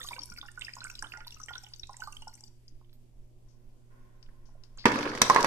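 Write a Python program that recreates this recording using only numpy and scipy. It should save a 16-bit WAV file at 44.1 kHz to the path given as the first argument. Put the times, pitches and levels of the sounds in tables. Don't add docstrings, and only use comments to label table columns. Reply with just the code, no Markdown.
import sys
import numpy as np
from scipy import signal
from scipy.io import wavfile

SR = 44100
rng = np.random.default_rng(int(sys.argv[2]) if len(sys.argv) > 2 else 0)


def to_wav(s):
    ch = np.atleast_2d(s).T
    pcm = np.round(np.clip(ch, -1, 1) * 32767)
    wavfile.write(sys.argv[1], SR, pcm.astype(np.int16))


def magnitude_from_level(level_db):
    exponent = np.asarray(level_db, float) / 20
    return 10 ** exponent


N = 240948

FOAM_DB_PER_S = 407


def bubbles(rows, tone_db, rise, splash_db, swell_s, hold, foam_db=-24):
    length = 4000
    out, t = np.zeros((2, N + length)), np.arange(length) / SR
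    chances = rng.standard_normal((len(rows), length))
    for (start_s, level_db, pitch_hz, t60), chance in zip(rows, chances):
        envelope = -np.expm1(-t / swell_s) * magnitude_from_level(-60 * (t / t60) ** hold)
        creep = 1 + rise * (1 + 0.85 * chance[1]) * t / t60
        tone = np.sin(2 * np.pi * pitch_hz * t * creep)
        splash_t60 = 6.5 / pitch_hz
        splash = rms_one(ring(ring(chance, pitch_hz, splash_t60), pitch_hz, splash_t60))
        fade = magnitude_from_level(foam_db - FOAM_DB_PER_S * t) * np.cos(np.pi / 2 * t / t[-1])
        foam = fade * rms_one(ring(chance[::-1], pitch_hz, 15.0 / pitch_hz))
        sound = envelope * (magnitude_from_level(tone_db) * tone + magnitude_from_level(splash_db) * splash) + foam
        pan = sides(at_hz(PORTS, pitch_hz) + 2.0 * chance[0])
        i = round(start_s * SR)
        out[:, i:i + length] += magnitude_from_level(level_db) * pan * sound
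    return out[:, :N]


def with_ring(rows, t60):
    return [tuple(row) + (t60,) for row in rows]


# start_s [s], level_db [dB, peak], pitch_hz [Hz],
# ring_t60 [s]
GLUGS = [(0.005, -57.5, 499, 0.22), (0.16, -53, 500, 0.13), (0.31, -47, 192, 0.064),
         (1.03, -56.5, 300, 0.2), (2.72, -59, 300, 0.084), (0.046, -38, 1133, 0.046),
         (0.1085, -32, 950, 0.031), (0.162, -43, 1497, 0.051), (0.182, -30.5, 1000, 0.016),
         (0.318, -45, 1420, 0.072), (0.381, -43, 1446, 0.076), (0.429, -31.5, 1115, 0.014),
         (0.485, -34.5, 1750, 0.025), (0.575, -32, 1444, 0.052), (0.682, -27, 1800, 0.017),
         (0.767, -31.5, 1010, 0.022), (0.816, -33.5, 1400, 0.031), (0.848, -29.5, 1450, 0.033),
         (0.9, -33, 1460, 0.016), (1.024, -17.5, 1534, 0.0095), (1.025, -42.5, 840, 0.081),
         (1.026, -40, 1032, 0.064), (1.895, -41, 815, 0.061), (2.075, -38, 850, 0.046),
         (0.2, -57, 289, 0.25), (0.4, -62.5, 294, 0.2), (1.137, -21.5, 1650, 0.0062),
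         (1.18, -46.5, 842, 0.1), (1.208, -41, 1430, 0.064), (1.4, -39, 1280, 0.033),
         (1.484, -22, 2110, 0.0067), (1.507, -27, 1050, 0.0097), (1.555, -35, 1436, 0.076),
         (1.635, -49, 790, 0.05), (1.893, -34, 1010, 0.037), (1.996, -45.5, 838, 0.077),
         (2.02, -29, 1468, 0.039), (2.073, -33, 1154, 0.051), (2.221, -41, 856, 0.026),
         (2.271, -33, 851, 0.037)]
# start_s [s], level_db [dB, peak], pitch_hz [Hz], ring_t60 [s]
PINGS = [(0.0719, -46, 3100, 0.0085), (0.087, -29, 3500, 0.0078), (0.1303, -41, 2370, 0.023),
         (0.1638, -48, 2610, 0.013), (0.363, -44.5, 2340, 0.0041), (0.4818, -55, 2860, 0.014),
         (0.611, -44, 3500, 0.015), (0.6199, -34.5, 2560, 0.0069), (0.667, -45, 2570, 0.011),
         (0.735, -53, 2440, 0.011), (0.8682, -47.5, 2210, 0.013), (0.8982, -48, 2430, 0.017),
         (0.9527, -37, 3780, 0.0064), (1.041, -51, 2940, 0.029), (1.1202, -42.5, 2490, 0.012),
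         (1.2055, -29.5, 1900, 0.0017), (1.279, -35.5, 3860, 0.0062), (1.488, -52, 3040, 0.028),
         (1.5343, -42.5, 3140, 0.014), (1.554, -28, 3580, 0.003), (1.8316, -41.5, 3700, 0.021),
         (2.1257, -54.5, 2890, 0.018), (2.167, -43.5, 3080, 0.011), (2.2206, -53, 2880, 0.031)]


def gulped_bubbles():
    large = bubbles(GLUGS, 3.1, 0.053, -12.0, 0.0022, hold=0.97, foam_db=-31.0)
    return large + bubbles(PINGS, 10.1, 0.1, -2.3, 0.0013, hold=1.63, foam_db=-23.0)


# start_s [s], level_db [dB, peak], pitch_hz [Hz]
DROPS = [(0.04, -43, 6230), (0.191, -31, 4500), (0.217, -47, 5350), (0.233, -43.5, 5510),
         (0.2994, -49.5, 5670), (0.3853, -40.5, 4790), (0.6473, -38.5, 5060), (0.7356, -43, 5000),
         (0.901, -54, 5600), (0.991, -38, 4890), (1.125, -46, 4720), (1.272, -38.5, 4580),
         (1.324, -47.5, 5620), (1.415, -50, 5820), (1.4353, -40, 5880), (1.58, -44.5, 5710),
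         (1.6384, -53, 5530), (1.736, -38, 4670), (1.7958, -45, 5580), (2.0025, -46.5, 6130),
         (2.0362, -37, 4500), (2.126, -50.5, 6050), (2.2789, -48.5, 5490), (2.34, -51.5, 5850),
         (2.438, -46.5, 4810), (2.6803, -49, 4910)]
# start_s [s], level_db [dB, peak], pitch_hz [Hz]
SPITS = [(0.087, -39.5, 9050), (0.233, -40, 9500), (0.257, -38.5, 10700), (0.338, -44, 8360),
         (0.5157, -40, 8660), (0.593, -35, 8550), (0.611, -36, 7700), (0.753, -37, 7060),
         (0.8413, -27.5, 8350), (0.899, -34, 6800), (0.991, -36, 6950), (1.024, -32, 8720),
         (1.269, -37.5, 12500), (1.431, -41, 6750), (1.4597, -41.5, 8300), (1.635, -42, 7900),
         (1.687, -48, 7700), (1.87, -44.5, 7300), (1.9668, -32.5, 7570), (2.073, -45, 8370),
         (2.123, -38, 9100), (2.167, -44, 10200), (2.22, -45, 8500), (2.277, -38.5, 7740),
         (2.337, -48, 9400), (2.352, -39.5, 8300), (2.407, -40.5, 7400)]


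def drops_and_spits():
    drops = bubbles(with_ring(DROPS, .014), 3.2, 0.0023, -11.0, 0.00018, hold=1.8, foam_db=-30)
    drops = signal.sosfilt(signal.butter(3, 3900, "high", fs=SR, output="sos"), drops)
    return drops + bubbles(with_ring(SPITS, .011), -7, .02, -1.5, .0008, hold=1.1)


# start_s [s], level_db [dB, peak], pitch_hz [Hz]
FAINT_GLUGS = [(0.001, -42.5, 1296), (0.011, -42, 1835), (0.117, -34, 1017), (0.288, -54.5, 1450),
               (0.452, -48.5, 1450), (0.693, -49, 1880), (0.782, -49.5, 950), (0.864, -42.5, 1500),
               (0.911, -56, 1450), (1.042, -38, 1425), (1.059, -39.5, 1390), (1.147, -44, 1490),
               (1.17, -53, 890), (1.365, -51, 1270), (1.414, -51.5, 1480), (1.94, -53, 890),
               (2.039, -47, 930), (2.433, -63, 880)]
# start_s [s], level_db [dB, peak], pitch_hz [Hz]
FAINT_PINGS = [(0.0298, -34, 3670), (0.1173, -57, 2420), (0.2174, -44, 3150), (0.3192, -48, 2270),
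               (0.3747, -40.5, 2260), (0.5524, -61, 2880), (0.5621, -57, 2260), (0.6186, -31, 3030),
               (0.6893, -35, 2270), (0.805, -33.5, 4160), (0.8329, -44.5, 2600), (0.9834, -46, 2900),
               (1.1354, -46, 2080), (1.1712, -38, 1980), (1.3222, -44.5, 2820), (1.3703, -49.5, 2660),
               (1.6332, -54, 2360), (1.6648, -41, 2940), (1.738, -42.5, 3700), (1.8322, -39.5, 4130),
               (1.839, -48, 2520), (1.942, -45.5, 1900), (2.0048, -44.5, 2890), (2.3286, -56, 2120)]
# start_s [s], level_db [dB, peak], pitch_hz [Hz]
FAINT_DROPS = [(0.0653, -51, 5900), (0.0882, -44, 4500), (0.1401, -46, 6200), (0.2074, -47, 5370),
               (0.2274, -38, 5700), (0.3222, -42, 5420), (0.3731, -35, 4500), (0.4248, -52, 5360),
               (0.4608, -44, 5340), (0.5142, -52, 6800), (0.5544, -56, 5670), (0.785, -42, 5280),
               (0.8094, -46, 5310), (0.8365, -52, 5400), (0.8788, -46, 5630), (0.9124, -40.5, 5560),
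               (0.9388, -49, 5630), (0.9522, -40, 5240), (1.0231, -38, 6540), (1.1717, -44.5, 5600),
               (1.3058, -47, 5330), (1.3427, -37.5, 5700), (1.4002, -40, 6050), (1.5289, -35, 4500),
               (1.7599, -41, 6130), (1.8696, -51.5, 5600), (1.8921, -48.5, 5660), (1.93, -43, 5340),
               (2.0717, -52, 5620), (2.1669, -49, 5450), (2.2198, -47, 5770), (2.3531, -50, 5950),
               (2.4777, -50, 5660)]
# start_s [s], level_db [dB, peak], pitch_hz [Hz]
FAINT_SPITS = [(0.037, -39, 8800), (0.1394, -39.5, 8380), (0.2994, -45, 9260), (0.3844, -58, 8100),
               (0.6459, -44, 7900), (0.7344, -49, 7500), (0.9517, -45, 7950), (1.1722, -50, 7440),
               (1.3059, -47.5, 8600), (1.3423, -56, 7150), (1.3987, -53, 8200), (1.4844, -46, 7600),
               (1.5783, -50, 8340), (1.7594, -62, 7010), (1.9081, -46, 8600), (1.9295, -52, 8240),
               (2.0023, -40, 7500), (2.0368, -54, 7210), (2.2444, -59, 7360), (2.3755, -53, 7390),
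               (2.4364, -45, 7500), (2.4748, -61, 7900)]


def faint_bubbles():
    families = [(FAINT_GLUGS, 3.0, .022), (FAINT_PINGS, 1.5, .012),   # rows, dB, ring t60 s
                (FAINT_DROPS, -4.0, .012), (FAINT_SPITS, 1.5, .006)]
    out = 0
    for rows, level_db, t60 in families:
        faint = bubbles(with_ring(rows, t60), -2.2, 0.027, -10.5, 0.0012, hold=1.88, foam_db=-21.5)
        out = out + magnitude_from_level(level_db) * faint
    return out


# pitch_hz [Hz], level_db [dB], ring_t60 [s]
CAVITY = [(303, -13, 0.46), (825, -15.5, 0.14), (1010, -15, 0.16), (1426, -9, 0.11), (1880, -20, 0.12),
          (2940, -5, 0.03), (5000, -21, 0.0034), (5600, -6, 0.025)]


def cavity(rows, wake_db):
    at = [round(row[0] * SR) for row in rows]
    levels_db = np.array([row[1] for row in rows])
    pitches = np.array([row[2] for row in rows])
    out = 0
    for hz, mode_db, t60 in CAVITY:
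        octaves_apart = np.abs(np.log2(pitches / hz))
        chance_db = 0.71 * rng.standard_normal(len(at))
        clicks = np.zeros(N)
        clicks[at] = magnitude_from_level(levels_db + mode_db + wake_db - 15.2 * octaves_apart + chance_db)
        soft = ring(ring(clicks, hz, t60), hz, 6 / hz) * hz / 8000
        broken = magnitude_from_level(7.5 * drift(36) - 3.5)
        out = out + sides(at_hz(PORTS, hz)) * soft * broken
    return out


def trickle(spectrum, per_s, cycles, size_db, patchy_db, count):
    sizes = magnitude_from_level(size_db * np.minimum(rng.exponential(1, N), 4)) * rng.choice([-1, 1], N)
    born = rng.random(N) < per_s * magnitude_from_level(5.5 * drift(15)) / SR
    dealt = rng.integers(0, count, N)
    out = 0
    for k, hz in enumerate(np.geomspace(spectrum[0][0], spectrum[-1][0], count)):
        clicks = sizes * born * (dealt == k) * magnitude_from_level(patchy_db * drift(22.0))
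        rung = ring(ring(clicks, hz, cycles / hz), hz, cycles / hz / 2) * hz
        out = out + magnitude_from_level(at_hz(spectrum, hz)) * sides(at_hz(PORTS, hz)) * rung
    return rms_one(out)


# start_s [s], level_db [dB over the calm stream]
GULPS = [
    (0, 34),
    (0.308, 16),
    (.61, 15),
    (.82, 14.5),
    (1.025, 8),
    (1.268, 15.5),
    (1.485, 22),
    (1.987, 13.5),
    (2.429, 2),
]
FROTH_DB_PER_S, DRY_S, DRY_DB_PER_S = 88, 2.464, 300


def flow_db(calm_db, follows):
    t = np.arange(N) / SR
    froth = 1 + sum(magnitude_from_level(db - FROTH_DB_PER_S * (t - s)) * (t >= s) for s, db in GULPS)
    return calm_db + follows * 20 * np.log10(froth) - DRY_DB_PER_S * np.maximum(t - DRY_S, 0)


# pitch_hz [Hz], level_db [dB]
STREAM_BODY = [(500, -63), (850, 2), (1100, 5), (1450, -13), (2000, 6), (2900, -6), (3600, 15)]
# pitch_hz [Hz], level_db [dB]
STREAM_FIZZ = [(4400, -4), (5500, -19.5), (6300, -11), (8000, -12), (11000, -16.5), (14200, -10.5)]


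def stream():
    body_db, fizz_db = flow_db(-74.5, follows=1.0), flow_db(-68.5, follows=0.67)
    body = trickle(STREAM_BODY, 400, 30.5, 9.0, patchy_db=8.5, count=16)
    fizz = trickle(STREAM_FIZZ, 2200, 43, 1.16, patchy_db=5.5, count=18)
    return magnitude_from_level(body_db) * body + magnitude_from_level(fizz_db) * fizz


# pitch_hz [Hz], level_db [dB], ring_t60 [s]
THUMP = [(87, -38, .1), (135, -5.5, 0.089), (227, -5, 0.14), (266, -1, 0.11), (295.6, 0, 0.24),
         (400, -11, 0.075), (416, -16, 0.042), (487, -9.5, 0.14), (596, -9, 0.064)]
# pitch_hz [Hz], level_db [dB], ring_t60 [s]
HOLLOW = [(808, -18, 0.04), (938, -11, 0.07), (955, -40, 0.05), (1002, -11, 0.06), (1068, 1.5, 0.022),
          (1150, -40, 0.022)]
# pitch_hz [Hz], level_db [dB], ring_t60 [s]
KNOCK = [(970, -9, 0.066), (1163, -10, 0.034), (1290, -9.5, 0.0076), (1690, -1, 0.02), (1928, -2, 0.013),
         (2195, -3.5, 0.015), (2590, -4.5, 0.0085), (3100, -34, 0.0022)]
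# pitch_hz [Hz], level_db [dB], ring_t60 [s]
CRACK = [(3760, -0.5, 0.0046), (4500, -14, 0.0066), (4990, 0.5, 0.0037), (5880, -4.5, 0.0067),
         (6800, 4.5, 0.0014), (7700, -7, 0.0023), (9700, -8, 0.0013), (12100, -13, 0.0008)]
# thump_db, hollow_db, knock_db, crack_db
BLOWS = [(4.8552, -6, -11.5, -4, -17), (4.8592, -25, -17, -16, -35), (5.2152, -26, -25, -27, -39),
         (5.2171, -14.5, -11, -16, -3.5), (5.224, -51, -17, -21.5, -16), (5.2991, -48, -1, -16.5, -17.5),
         (5.307, -48, -36, -41, -29), (5.346, -50, -18, -27, -21.5), (5.361, -37, -1, -13, -23.5),
         (5.368, -50, -18, -27, -42), (5.382, -28, -16, -44, -45), (5.4077, -40, -37, -52, -26),
         (5.428, -47, -37, -41, -22), (5.445, -44, -7, -15.5, -20.5)]
# start_s [s], level_db [dB, peak], extra_brightness_db [dB]
RATTLE = [(4.9182, -18, 6.5), (4.958, -15.5, -8), (4.9879, -23.5, 8.5), (5.009, -20.5, -3),
          (5.0297, -23, -9), (5.0544, -24.5, -3), (5.0747, -22.5, -8), (5.0985, -33, 9), (5.117, -26, 0),
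          (5.139, -36, -3), (5.1505, -24.5, 6.5), (5.1754, -25.5, 4.5), (5.3869, -29, -8), (5.4072, -36, 4)]


def clatter():
    s, thump, hollow, knock, crack = np.transpose(BLOWS)
    blows = struck(s, thump - 12, THUMP, 0.0022, 0.44, rough=0.14)
    blows += struck(s, hollow - 6, HOLLOW, 0.000087, 1.0, rough=0.19)
    blows += struck(s, knock + 3, KNOCK, .004, 1.5, rough=.9)
    blows += struck(s, crack + 3.0, CRACK, 0.0029, 0.67, rough=1.0)
    s, bounce_db, bright_db = np.transpose(RATTLE)
    rattle = struck(s, bounce_db - 21.5, THUMP + HOLLOW[2:5], 0.00093, 4.8, rough=0.061)
    rattle += struck(s, bounce_db - 1.5, KNOCK, 0.0017, 4.8, rough=0.82)
    rattle += struck(s, bounce_db - 13.5 + bright_db, CRACK[:6], 0.0055, 1.9, rough=1.0)
    return signal.sosfilt(signal.butter(2, 95, "high", fs=SR, output="sos"), blows + rattle)


def struck(times, levels_db, modes, contact_s, spread_db, rough):
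    length, start = 800, round(4.8 * SR)
    out, t = np.zeros((2, N)), np.arange(length) / SR
    contact = contact_s * SR
    for hz, mode_db, t60 in modes:
        force = np.zeros((2, N - start + length))
        chances = rng.standard_normal((len(times), 2, length))
        for s, level_db, chance in zip(times, levels_db, chances):
            click = (1 - rough) * contact * (t == 0)
            chatter = rough * np.sqrt(contact) * chance
            push = np.exp(-t / contact_s) * (click + chatter) / contact
            i = round(s * SR) - start
            force[:, i:i + length] += magnitude_from_level(level_db + mode_db + spread_db * chance[0, -1]) * push
        out[:, start:] += sides(at_hz(PORTS, hz)) * ring(force[:, :-length], hz, t60)
    return out


# start_s [s], level_db [dB, peak], pitch_hz [Hz], length_s [s]
SWELLS = [
    (5.303, -7.5, 1059, 0.018),
    (5.366, -16, 1038, .017),
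    (5.379, -14.5, 1060, 0.016),
    (5.398, -23.5, 958, 0.026),
    (5.420, -27, 1103, .014),
]


def air_column():
    return bubbles(SWELLS, 0.0, 0.0016, -21, 0.0035, hold=4.7, foam_db=-17.5)


# start_s [s], level_db [dB]
SLOP = [
    (4.86, -19.5),
    (4.9, -33.5),
    (5.1, -35.5),
    (5.2, -40),
    (5.23, -32.5),
    (5.29, -38),
    (5.32, -30),
    (5.46, -29.5),
]
# pitch_hz [Hz], level_db [dB per Hz]
SLOP_LOW = [(110, -10.5), (260, 1), (490, 4.5), (750, -7), (1040, 0.5), (1500, -2), (2300, -17),
            (3200, -20)]
# pitch_hz [Hz], level_db [dB per Hz]
SLOP_HIGH = [(2800, -10.5), (3800, 10), (5500, -7.5), (7000, -17), (10000, -17), (14300, -30)]


def slop():
    low_db = in_time(SLOP)
    high_db = -40.5 + 0.93 * (low_db - np.mean(SLOP, axis=0)[1])
    low = coloured(SLOP_LOW, 1.34, 22, grain_db=1.7, alike_share=5.1, panned=0.24)
    high = coloured(SLOP_HIGH, 2.4, 26, grain_db=1.6, alike_share=.9, panned=0.69)
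    return magnitude_from_level(low_db) * low + magnitude_from_level(high_db) * high


# start_s [s], level_db [dB, peak], pitch_hz
# [Hz], ring_t60 [s]
CREAKS = [(2.375, -62.5, 2280, 0.069), (2.813, -46, 1020, 0.012), (2.6805, -58.5, 6000, 0.048),
          (4.638, -77, 5000, 0.08), (2.845, -57, 3460, 0.013), (2.893, -57, 3720, 0.021),
          (2.929, -46, 4180, 0.0095), (2.931, -62, 13600, 0.11), (3.483, -74.5, 5740, 0.38),
          (4.227, -45, 5140, 0.014), (4.262, -54, 2980, 0.017), (4.55, -59.5, 600, 0.11),
          (4.286, -55, 1850, 0.029), (4.454, -72, 5600, 0.23), (4.488, -51, 955, 0.023),
          (4.636, -38.5, 5000, 0.0068), (4.773, -45.5, 6850, 0.02), (4.775, -49.5, 1430, 0.036),
          (4.782, -45, 4530, 0.29), (4.841, -33.5, 2060, 0.022)]


def creaks():
    return bubbles(CREAKS, -11, .01, -1.5, .0015, hold=1.1)


def rub():
    touch_s, slip_s, end_s = 3.46, 3.905, 4.85
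    modes = [(1006, -20, 0.064), (1060, 1, 0.043), (1850, -11, 0.017),   # Hz, dB, t60 s
             (1450, -2.0, 0.015), (1570, 5, 0.0033), (600, -4.5, 0.044)]
    white = rng.standard_normal((2, N))
    wall = sum(magnitude_from_level(db) * ring(white, hz, t60) for hz, db, t60 in modes)
    t = np.arange(N) / SR
    slide = magnitude_from_level(-69.5 - 39 * (t - slip_s)) + magnitude_from_level(-75)
    level = np.where(t < slip_s, magnitude_from_level(-80.5), slide)
    return level * ((t > touch_s) & (t < end_s)) * rms_one(wall)


def table_top():
    shaken = ring(rng.standard_normal(N), 67.5, 0.26)
    return magnitude_from_level(-65.5) * np.clip((2.4 - np.arange(N) / SR) / 0.18, 0, 1) * rms_one(shaken)


# pitch_hz [Hz], level_db [dB], width_hz [Hz]
HUM = [(119.7, -61.5, 0.35), (240.5, -76, 4.4), (363, -78, 5.5), (611, -88, 3.7)]


def refrigerator():
    t, out = np.arange(N) / SR, 0
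    for hz, db, width in HUM:
        level = magnitude_from_level(db + 1.5 * np.sqrt(width) * drift(6.7))
        out = out + level * np.sin(2 * np.pi * hz * t + 1.96 * drift(width / 2))
    return np.sqrt(2) * out


# start_s [s], level_db [dB]
GRIP = [
    (0, -55),
    (3.0, -53.5),
    (3.15, -45.5),
    (3.4, -54),
    (4.7, -52.5),
    (4.86, -49.5),
    (5.46, -53),
]


def grip():
    band = signal.butter(2, [7, 21], "band", fs=SR, output="sos")
    shared, left, right = signal.sosfilt(band, rng.standard_normal((3, N)))
    rumble = rms_one(shared + .45 * np.array([left, right]))
    return magnitude_from_level(in_time(GRIP) + .5 + 3 * drift(6)) * sides(-4) * rumble


# pitch_hz [Hz], decay_t60 [s]
ROOM_T60 = [(150, 0.69), (1000, 0.52), (4000, 0.41), (12000, 0.66)]


def room(pair):
    t, tail = np.arange(SR // 2) / SR, 0
    for low in 80 * 2.0 ** np.arange(8):
        band = signal.butter(2, [low, min(2 * low, .45 * SR)], "band", fs=SR, output="sos")
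        decay = magnitude_from_level(-60 * t / at_hz(ROOM_T60, low))
        mid, side = signal.sosfilt(band, rng.standard_normal((2, len(t)))) * decay
        tail = tail + two_ports(mid, side, 5.5 * at_hz(LIKENESS, low))
    tail = tail * np.clip((t - .004) / 0.0002, 0, 1)
    tail /= np.sqrt(np.sum(tail ** 2, axis=1, keepdims=True))
    return signal.fftconvolve(pair, tail, axes=1)[:, :N]


# pitch_hz [Hz], level_db [dB per Hz]
AIR = [(45, -2.5), (75, 5), (140, -19), (300, -23.5), (550, -29.5), (2600, -29.5), (5500, -32),
       (14300, -37.5)]
# start_s [s], level_db [dB]
AIR_STIR = [
    (0, -70),
    (.3, -67.5),
    (.5, -72),
    (2.4, -72.5),
    (2.75, -71),
    (3.4, -66),
    (4.0, -68),
    (4.84, -67),
]


def kitchen_air():
    air = coloured(AIR, .8, 5.0, grain_db=.3, alike_share=.95, panned=.1)
    stir = signal.sosfilt(signal.butter(2, [150, 800], "band", fs=SR, output="sos"), air)
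    return magnitude_from_level(-65) * air + magnitude_from_level(in_time(AIR_STIR) + 0.9 * drift(7.1)) * rms_one(stir)


def coloured(spectrum, patchy_db, rate_hz, grain_db, alike_share, panned):
    first, last = spectrum[0][0], spectrum[-1][0]
    edges = first * 2 ** np.arange(0, np.log2(last / first), .4)
    white = rng.standard_normal((2, 2, N)) * magnitude_from_level(grain_db * drift(69))
    out, together = 0, drift(rate_hz)
    for k, (low, high) in enumerate(zip(edges, np.append(edges[1:], last))):
        band = signal.butter(2, [low, high], "band", fs=SR, output="sos")
        mid, side = signal.sosfilt(band, white[k % 2])
        hz = np.sqrt(low * high)
        flicker_db = patchy_db * (together + drift(rate_hz))
        gain = magnitude_from_level(at_hz(spectrum, hz) + flicker_db) * sides(panned * at_hz(PORTS, hz))
        out = out + gain * two_ports(mid, side, alike_share * at_hz(LIKENESS, hz))
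    return rms_one(out)


# pitch_hz [Hz], likeness [0 to 1]
LIKENESS = [(60, 0.067), (130, 0.27), (300, 0.36), (700, 0.063), (1500, 0.018), (4000, 0.0067)]


def two_ports(mid, side, alike):
    alike = np.clip(alike, 0, .99)
    return np.sqrt(1 + alike) * mid + np.sqrt(1 - alike) * side * [[1], [-1]]


def at_ports(pair):
    lag = 5
    shade = signal.butter(1, 10600, fs=SR)
    return np.array([signal.lfilter(*shade, np.roll(pair[0], lag)), pair[1]])


# pitch_hz [Hz], pan_db [dB]
PORTS = [(100, 1), (300, 1), (900, -4), (3000, -8.5), (4200, -4.5), (5500, 25.5), (6800, -4.5),
         (14000, -15)]


def sides(pan_db):
    return magnitude_from_level(np.array([[pan_db / 2], [-pan_db / 2]]))


def ring(clicks, hz, t60):
    r, w = magnitude_from_level(-60 / (t60 * SR)), 2 * np.pi * hz / SR
    return signal.lfilter([0, np.sin(w)], [1, -2 * r * np.cos(w), r * r], clicks + 1e-18)


def drift(rate_hz):
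    r = np.exp(-80 * np.pi * rate_hz / SR)
    slow = signal.lfilter([1], [1, -2 * r, r * r], rng.standard_normal(N // 40 + 2002))[2000:]
    return np.interp(np.arange(N) / 40, np.arange(len(slow)), rms_one(slow - slow.mean()))


def rms_one(x):
    return x / np.sqrt(np.mean(x ** 2) + 1e-20)


def at_hz(points, hz):
    table_hz, values = np.array(points).T
    return np.interp(np.log(hz), np.log(table_hz), values)


def in_time(rows):
    s, level_db = np.transpose(rows)
    return np.interp(np.arange(N) / SR, s, level_db, left=-140, right=-140)


def scene():
    water = gulped_bubbles() + drops_and_spits() + creaks() + faint_bubbles()
    water += cavity(GLUGS + PINGS + DROPS + SPITS, wake_db=-16.5)
    water += stream()
    slopping = slop()
    blows = clatter()
    dull_blows = signal.lfilter(*signal.butter(1, 5000, fs=SR), blows)
    near = at_ports(water + blows) + magnitude_from_level(-12.5) * room(water) + magnitude_from_level(-7) * room(dull_blows)
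    background = kitchen_air() + table_top()
    near += slopping + rub() + refrigerator() + grip() + background
    return near + at_ports(air_column())


def band_limit(x):
    return signal.sosfilt(signal.butter(12, 15600, fs=SR, output="sos"), x)


def record(dry):
    notch_hz, notch_width_hz, notch_depth = 4000, 800, .3
    dip = signal.lfilter(*signal.iirpeak(notch_hz, notch_hz / notch_width_hz, fs=SR), dry)
    rounded = 1.2 * np.tanh((dry - notch_depth * dip) / 1.2)
    cut = signal.sosfilt(signal.cheby1(10, .5, 13770, fs=SR, output="sos"), rounded)
    return band_limit(cut)


dry = scene()
out = record(dry)
to_wav(out)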